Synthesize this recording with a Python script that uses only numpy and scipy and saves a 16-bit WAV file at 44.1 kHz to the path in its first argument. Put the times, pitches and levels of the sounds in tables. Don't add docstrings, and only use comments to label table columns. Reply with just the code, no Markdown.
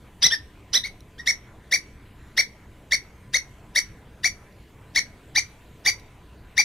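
import sys
import numpy as np
from scipy import signal
from scipy.fft import rfft, irfft, next_fast_len
from scipy.io import wavfile
from scipy.ndimage import uniform_filter1d, minimum_filter1d, map_coordinates

SR = 44100
rng = np.random.default_rng(int(sys.argv[2]) if len(sys.argv) > 2 else 0)


def ratio(d):
    e = np.asarray(d, float) / 20
    return 10 ** e


def master(y):
    cut = np.clip(np.atleast_2d(y).T, -1, 1)
    pcm = np.round(cut * 32767)
    wavfile.write(sys.argv[1], SR, pcm.astype(np.int16))


N = 292912

# (start [s], length [s], top pitch [Hz], level [dB], half-step line over level [dB])
BARKS = [(1.262, .051, 2261, -18.5, 0), (1.715, .048, 2320, -16, 0), (2.370, .043, 2282, -16, 2),
         (2.913, .042, 2298, -17, -3.5), (3.334, .04, 2212, -16.5, -32), (3.752, .041, 2263, -16.5, -3),
         (4.236, .042, 2335, -15.5, -2), (4.951, .044, 2234, -16.5, -12), (5.352, .046, 2368, -15.5, -1.5),
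         (5.852, .05, 2355, -16, -2), (6.57, .047, 2378, -15.5, 0)]
# (start [s], length [s], top pitch [Hz], level [dB], overtones over level [dB])
OPENING = [
    (0.222, .055, 2034, -22, 7.5),
    (0.733, .05, 2040, -23, 5),
]
# (start [s], length [s], top pitch [Hz], level [dB], overtones over level [dB])
CLOSING = [
    (.307, .046, 1841, -19, -5.5),
    (0.837, 0.0386, 2223, -26.5, -7.5),
    (1.181, .039, 1896, -36.5, -15.5),
]
# (time [s], peak [dB])
HOARSE = [(0.2229, -28.5), (0.3137, -36), (0.7342, -25.5), (0.842, -38), (1.1887, -52.5), (1.2675, -29),
          (1.724, -24.5), (2.3725, -27.5), (2.9174, -26.5), (3.3398, -26.5), (3.7594, -22), (4.2363, -26),
          (4.9531, -27), (5.3557, -28), (5.8564, -25), (6.5744, -28)]
BARK_ARCH = (.62, .55, .8, .71, .82)
OPENING_ARCH = (.68, .5, .76, .4, .4)
CLOSING_ARCH = (.56, .82, .86, .4, .4)
# (level [dB], full at [share], start [dB], fading from [share], end [dB])
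BARK_SWELL = [(0.5, 0.33, -27.5, .7, -11.5), (-3.5, 0.33, -24, .72, -18), (-3, 0.42, -26.5, .9, -8)]
OPENING_SWELL = [(0, 0.53, -15.5, 0.68, -20), (0.62, 0.34, -26.5, 0.81, -16.5),
                 (-0.47, .2, -16.5, 0.87, -12.5)]
CLOSING_SWELL = [(0, .5, -14.5, 0.65, -17.5), (7, .12, -9.5, 0.13, -22.5), (1, 0.37, -17.5, 0.63, -8.5)]
# (centre [share], width [share], rest [dB], level in squeaks [dB])
HALF_STEP = (.62, .2, -27, -20)
# (centre [share], width [share], level [dB])
STUMBLE = (0.092, .09, -19)
# (pitch [Hz], width [Hz], boost rising [dB], falling [dB])
CATCH = (1900, 57, 5.7, 4.4)
# (frequency [Hz], gain [dB])
THROAT = [(1000, -8.5), (1600, -5), (1900, 1), (2250, -1), (2800, -7), (3300, -2), (3900, 0.5), (4250, -8),
          (4650, 2), (5100, -1), (5750, 3), (6300, -7), (6900, -8), (7500, -22.5),
          (8100, -24), (9300, -20.5), (10800, -37.5), (13500, -38.5), (16000, -43)]
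# (frequency [Hz], gain [dB])
FIZZ = [(5000, -29), (7600, -12.5), (9300, 0.5), (10800, -6.5), (13500, -12), (15000, -12), (16000, -24.5)]
# (time [s], pitch [Hz], peak [dB])
LOW = [(1.29, 614, -46.5), (1.744, 663, -41), (2.396, 628, -40.5), (2.937, 635, -43), (3.359, 526, -45),
       (3.777, 599, -43), (4.261, 730, -41.5), (4.981, 1083, -46), (5.38, 830, -38), (5.883, 820, -37),
       (6.599, 840, -33)]
# (time [s], pitch [Hz], peak [dB])
THUMP = (0.263, 155, -33)
# (time [s], peak [dB])
SMACKS = [
    (1.0062, -40.5),
    (4.5244, -53),
    (5.9977, -42),
]
# (frequency [Hz], gain [dB], t60 [s])
MOUTH = [(4003, 1, 0.023), (5650, 2.5, 0.0132), (10400, -2, 0.0068), (13500, -5.5, 0.0066)]
# (until [s], extra side [dB], shadow [Hz], shadow width [Hz], shadow depth [dB])
TURNED = (1.0, 3, 6896, 451, -19)
# (frequency [Hz], side below mid [dB])
ASKEW = [(60, -7.5), (150, -5.5), (380, -7), (950, -5.5), (2380, -19), (5980, -6.5), (15000, -8)]
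# (frequency [Hz], t60 [s])
YARD = [(500, 0.15), (2200, 0.1515), (5000, 0.14), (12000, 0.14)]
# (frequency [Hz], t60 [s])
TREES = [(500, 0.43), (2200, 0.77), (5000, .4), (12000, 0.85)]
# (start [s], length [s], from [Hz], to [Hz], level [dB])
CHIRPS = [
    (2.04, 0.066, 12300, 12700, -72),
    (2.11, .07, 13300, 12400, -75.5),
]
# (half length [s], centre [Hz], width [Hz], level [dB])
RUSTLE = (-0.1, 7903.5, 997.5, -73)
# (frequency [Hz], density [dB per Hz])
RUMBLE = [(8.8, -33.5), (15, 0), (65, -6.5), (134, -3.5), (150, -10), (184, -7.5), (270, -13.5),
          (306, -10.5), (364, -18.5), (450, -15.5), (580, -41), (990, -120)]
# (frequency [Hz], density [dB per Hz])
ROAD = [(210, -21.5), (350, -9), (462, -7), (590, -7.5), (974, -11), (1050, -12), (2290, -15), (5000, -29),
        (6500, -50), (11000, -120)]
# (frequency [Hz], density [dB per Hz])
HISS = [(2650, -28.5), (4500, -13), (5930, 1), (7500, 1.5), (12300, -3.5), (15700, -5.5)]
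# (frequency [Hz], density [dB per Hz])
NEEDLES = [(1500, -39), (2400, -8), (3300, 0), (4500, -8), (6500, -42.5)]
# (time [s], level [dB])
BREEZE = [(0.0, -62), (0.46, -65), (0.83, -64.5), (1.0, -68.5), (1.44, -69), (2.05, -69.5), (2.35, -67),
          (2.59, -67), (4.81, -67.5), (5.34, -64), (5.47, -59), (6.32, -70), (6.64, -67.5)]
# (time [s], level [dB])
TRAFFIC = [(0.0, -58.5), (0.48, -57), (1.13, -59), (1.33, -57), (2.07, -57.5), (2.4, -56), (2.64, -58.5),
           (6.18, -56), (6.64, -58.5)]
# (frequency [Hz], width [Hz], level [dB])
HUM = [(62, 9, -55), (92, 14, -59.5), (1005.6, 27, -69.5)]
# (frequency [Hz], side below mid [dB])
WIDE = [(60, -33.5), (180, -31), (550, -20.5), (1650, -16.5), (4970, -10), (15000, -12.5)]


def squirrel():
    out = np.zeros((2, N))
    lead_s, lean = 0.018, ratio(np.array([[0.3], [-0.3]]))
    until_s, side_db, shadow_hz, width_hz, depth_db = TURNED
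    for (start, length, *course), (_, hoarse_db) in zip(calls(), HOARSE):
        aside = start < until_s
        voice = bark(start, length, course, hoarse_db, not aside, lead_s)
        shadow = lambda f: ratio(aside * depth_db * np.exp(-((f - shadow_hz) / width_hz) ** 2))
        voice = filtered(voice, shadow)
        add(out, start - lead_s, lean * ports(voice, aside * side_db))
        add(out, start - lead_s + 0.009, ratio(-8.5) * answer(voice, YARD, shared=0.27))
        add(out, start - lead_s + 0.016, ratio(-28) * answer(voice, TREES, shared=0.36))
    for s, hz, db in LOW:
        add(out, s - 0.011, blip(hz, db + 5, length=0.021))
    thump_s, thump_hz, thump_db = THUMP
    add(out, thump_s - 0.02, blip(thump_hz, thump_db, length=0.034))
    t = np.arange(SR // 20) / SR
    for s, db in SMACKS:
        click = sum(ratio(db - 6 + g - 60 * t / t60) * np.sin(2 * np.pi * hz * t) for hz, g, t60 in MOUTH)
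        add(out, s, click)
    return out


def calls():
    squeak_half_db = HALF_STEP[-1]
    rows = [(s, n, BARK_ARCH, BARK_SWELL, hz, db, 0, half) for s, n, hz, db, half in BARKS]
    for table, arch, swells in ((OPENING, OPENING_ARCH, OPENING_SWELL), (CLOSING, CLOSING_ARCH, CLOSING_SWELL)):
        rows += [(s, n, arch, swells, hz, db, bright, squeak_half_db) for s, n, hz, db, bright in table]
    return sorted(rows)


def bark(start, length, course, hoarse_db, facing, lead_s):
    end = start + length
    t = start - lead_s + np.arange(SR // 8) / SR
    hz, first_db, second_db, third_db, half_db = effort(np.clip((t - start) / length, 0, 1), *course)
    hz = hz * (1 + 0.009 * wobble(500, size=len(t)))
    phase = 2 * np.pi * np.cumsum(hz) / SR
    gate = np.clip(np.minimum(t - start + 0.0054, end + 0.0031 - t) / 0.0046, 0, 1) ** 2

    order = np.arange(1, 8)[:, None]
    level_db = np.array([first_db, second_db] + [third_db] * (len(order) - 2))
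    pressed_db = 12.5
    level_db += pressed_db * (order > 3) * np.minimum(ratio(half_db - first_db.max()), 1)
    flutter_db = (1.2 + 0.5 * order) * np.array([wobble(450, size=len(t)) for _ in order])
    gain = ratio(level_db + flutter_db) * tract(order * hz) * (order * hz < SR / 2.7)
    folds = np.sum(gain * np.sin(order * phase), axis=0)
    settle_db = -2 - 26 * np.clip((t - start) / 0.0092, 0, 1)
    halves = np.sin(5 * phase / 2) + ratio(settle_db) * np.sin(3 * phase / 2)
    halves += ratio(-25.5) * np.sin(7 * phase / 2)
    folds += ratio(half_db) * halves
    catch_hz, catch_width_hz, rising_db, falling_db = CATCH
    boost_db = np.where(t < (start + end) / 2, rising_db, falling_db)
    folds *= ratio(facing * boost_db * np.exp(-((hz - catch_hz) / catch_width_hz) ** 2))

    gusts = rng.standard_normal((2, len(t))) * (1 + 0.57 * np.sin(phase))
    gusts = gusts * ratio(2.7 * wobble(300, size=len(t)))
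    mottle_db = 4 * rng.standard_normal(size=50)
    mottle_hz = np.linspace(0, SR / 2, len(mottle_db))
    puff = unit(filtered(gusts[0], lambda f: tract(f) ** 1.13))
    fizz = unit(filtered(gusts[1], lambda f: ratio(along(FIZZ, f) + np.interp(f, mottle_hz, mottle_db))))
    strongest_db = np.max([first_db - 5, second_db, third_db], axis=0)
    effort_db = np.max(uniform_filter1d(strongest_db, size=600))
    rise = ratio(-24.5) * np.clip((t - t[0]) / 0.021, 0, 1)
    rise = rise + np.clip((t - start + 0.0067) / 0.013, 0, 1) ** 2
    after = np.clip(t - end + 0.0074, 0, None)
    breath_t60_s, hiss_t60_s = 0.063, 0.1
    puff = puff * ratio(-60 * after / breath_t60_s)
    fizz = fizz * ratio(-60 * after / hiss_t60_s) * np.clip((t - start + 0.008) / 0.01, 0, 1)
    return gate * folds + rise * (ratio(effort_db - 14) * puff + ratio(hoarse_db - 14) * fizz)


def effort(share, arch, swells, top_hz, db, bright_db, half_db):
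    top, first, last, lowest, entry = arch
    rising_sag = (1 - first) * (1 - share / top) ** 2
    falling_sag = (1 - last) * ((share - top) / (1 - top)) ** 2
    sag = np.where(share < top, rising_sag, falling_sag)
    entry_share = 0.12
    hz = top_hz * np.maximum(1 - sag, np.interp(share, (0, entry_share), (entry, lowest)))

    centre, width, rest_db, _ = HALF_STEP
    burst_db = np.maximum(half_db - 10 * ((share - centre) / width) ** 4, rest_db)
    stumble_at, stumble_width, stumble_peak_db = STUMBLE
    stumble_db = stumble_peak_db - 10 * ((share - stumble_at) / stumble_width) ** 2
    stolen_db = -10.5
    extras = (0, bright_db, bright_db + stolen_db * np.minimum(ratio(burst_db), 1))
    levels = []
    for row, extra in zip(swells, extras):
        lumps_db = 1.65 * wobble(111.5, size=len(share))
        levels.append(db + swell(share, *row) + extra + lumps_db)
    return [hz, *levels, db + np.maximum(burst_db, stumble_db)]


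def swell(share, db, full, start_db, fading, end_db):
    attack_db = start_db * np.clip(1 - share / full, 0, 1) ** 1.74
    release_db = end_db * np.clip((share - fading) / (1 - fading), 0, 1) ** 1.5
    return db + attack_db + release_db


def tract(hz):
    return ratio(along(THROAT, hz))


def ports(voice, extra_db):
    knots = rng.uniform(-np.pi, np.pi, size=24)
    knots_hz = np.linspace(0, SR / 2, len(knots))
    twist = lambda hz: np.exp(1j * np.interp(hz, knots_hz, knots))
    side = filtered(voice, lambda hz: ratio(along(ASKEW, hz) + extra_db) * twist(hz))
    return np.array([voice + side, voice - side])


def answer(x, decays, shared):
    common, left, right = rng.standard_normal((3, SR // 2))
    hz, t, z = signal.stft(np.array([left, right]) + shared * common, SR, nperseg=128)
    decay = ratio(-60 * t / along(decays, hz)[:, None])
    tail = signal.istft(z * decay, SR, nperseg=128)[1]
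    return signal.fftconvolve(x[None], tail / np.linalg.norm(tail[0]), axes=1)


def blip(hz, db, length):
    t = np.arange(round(length * SR)) / SR
    return ratio(db) * np.sin(np.pi * t / length) ** 2 * np.sin(2 * np.pi * np.cumsum(hz + 0 * t) / SR)


def small_life():
    out, t = np.zeros(N), np.arange(N) / SR
    for s, length, from_hz, to_hz, db in CHIRPS:
        add(out, s, blip(np.linspace(from_hz, to_hz, round(length * SR)), db, length))
    half_s, centre_hz, width_hz, db = RUSTLE
    noise = rng.standard_normal((2, N))
    brush = unit(filtered(noise, lambda f: np.exp(-((f - centre_hz) / width_hz) ** 2)))
    return out + ratio(db) * np.exp(-((t - 5.29) / half_s) ** 2) * brush


def outdoors():
    t = np.arange(N) / SR
    breeze_db = np.interp(t, *np.transpose(BREEZE))
    rumble_db = -50 + 0.5 * wobble(2, size=N)
    road_db = 0.5 + np.interp(t, *np.transpose(TRAFFIC))
    hiss_db = -70.5 + 0.3 * (breeze_db - breeze_db.mean())
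    air = ratio(rumble_db) * rush(RUMBLE, patchy_db=1.07)
    air += ratio(road_db) * rush(ROAD, patchy_db=2.64)
    air += ratio(hiss_db + 2) * rush(HISS, patchy_db=2.5)
    air += ratio(breeze_db - 7) * rush(NEEDLES, patchy_db=4.5)
    for hz, width_hz, db in HUM:
        noise = rng.standard_normal(N)
        air += ratio(db) * unit(filtered(noise, lambda f: np.exp(-((f - hz) / width_hz) ** 2)))
    return air


def rush(spectrum, patchy_db):
    z = signal.stft(rng.standard_normal((2, N)), nperseg=512)[2]
    field = uniform_filter1d(rng.standard_normal(z.shape[1:]), size=6, axis=0)
    field = uniform_filter1d(field, size=14, axis=1)
    pair = signal.istft(z * ratio(patchy_db * unit(field)), nperseg=512)[1][:, :N]
    mid, side = filtered(pair, lambda hz: ratio(along(spectrum, hz) + [0 * hz, along(WIDE, hz)]))
    return unit(np.array([mid + side, mid - side]))


def unit(x):
    return x / np.sqrt(np.mean(x ** 2) + 1e-20)


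def along(points, hz):
    f, v = np.transpose(points)
    return np.interp(np.log(hz + 1), np.log(f + 1), v)


def wobble(rate, size):
    knots = rng.standard_normal(int(size * rate / SR) + 4)
    return map_coordinates(knots, [np.arange(size) * rate / SR])


def filtered(x, response):
    n = x.shape[-1]
    m = next_fast_len(n + 4096)
    return irfft(rfft(x, m) * response(np.fft.rfftfreq(m, 1 / SR)), m)[..., :n]


def add(track, s, piece):
    part = track[..., round(s * SR):][..., :piece.shape[-1]]
    part += piece[..., :part.shape[-1]]


def scene():
    return squirrel() + small_life() + outdoors()


def masked(x, near_db, far_db, top_db):
    hz, _, z = signal.stft(x, SR, nperseg=1024)
    power = uniform_filter1d(np.mean(np.abs(z) ** 2, axis=0), size=11, axis=0)
    band_db = 10 * np.log10(np.abs(power) + 1e-20)
    nearby_db = -minimum_filter1d(-band_db, size=91, axis=0)
    loudest_db = np.max(band_db[hz > 1000], axis=0)
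    hz = hz[:, None]
    weak = (band_db < nearby_db - near_db) | (band_db < loudest_db - far_db + top_db * (hz > 14500))
    keep = ~(weak & (hz > 2500)) & (hz < 15600)
    return signal.istft(z * keep, SR, nperseg=1024)[1][:, :N]


def top_cut(x):
    return signal.sosfilt(signal.butter(12, 15810, fs=SR, output="sos"), x)


def record(dry):
    rounded = dry / (1 + np.abs(dry / 0.48) ** 4) ** (1 / 4)
    thinned = masked(rounded, near_db=29, far_db=49, top_db=7.5)
    return top_cut(thinned)


dry = scene()
out = record(dry)
master(out)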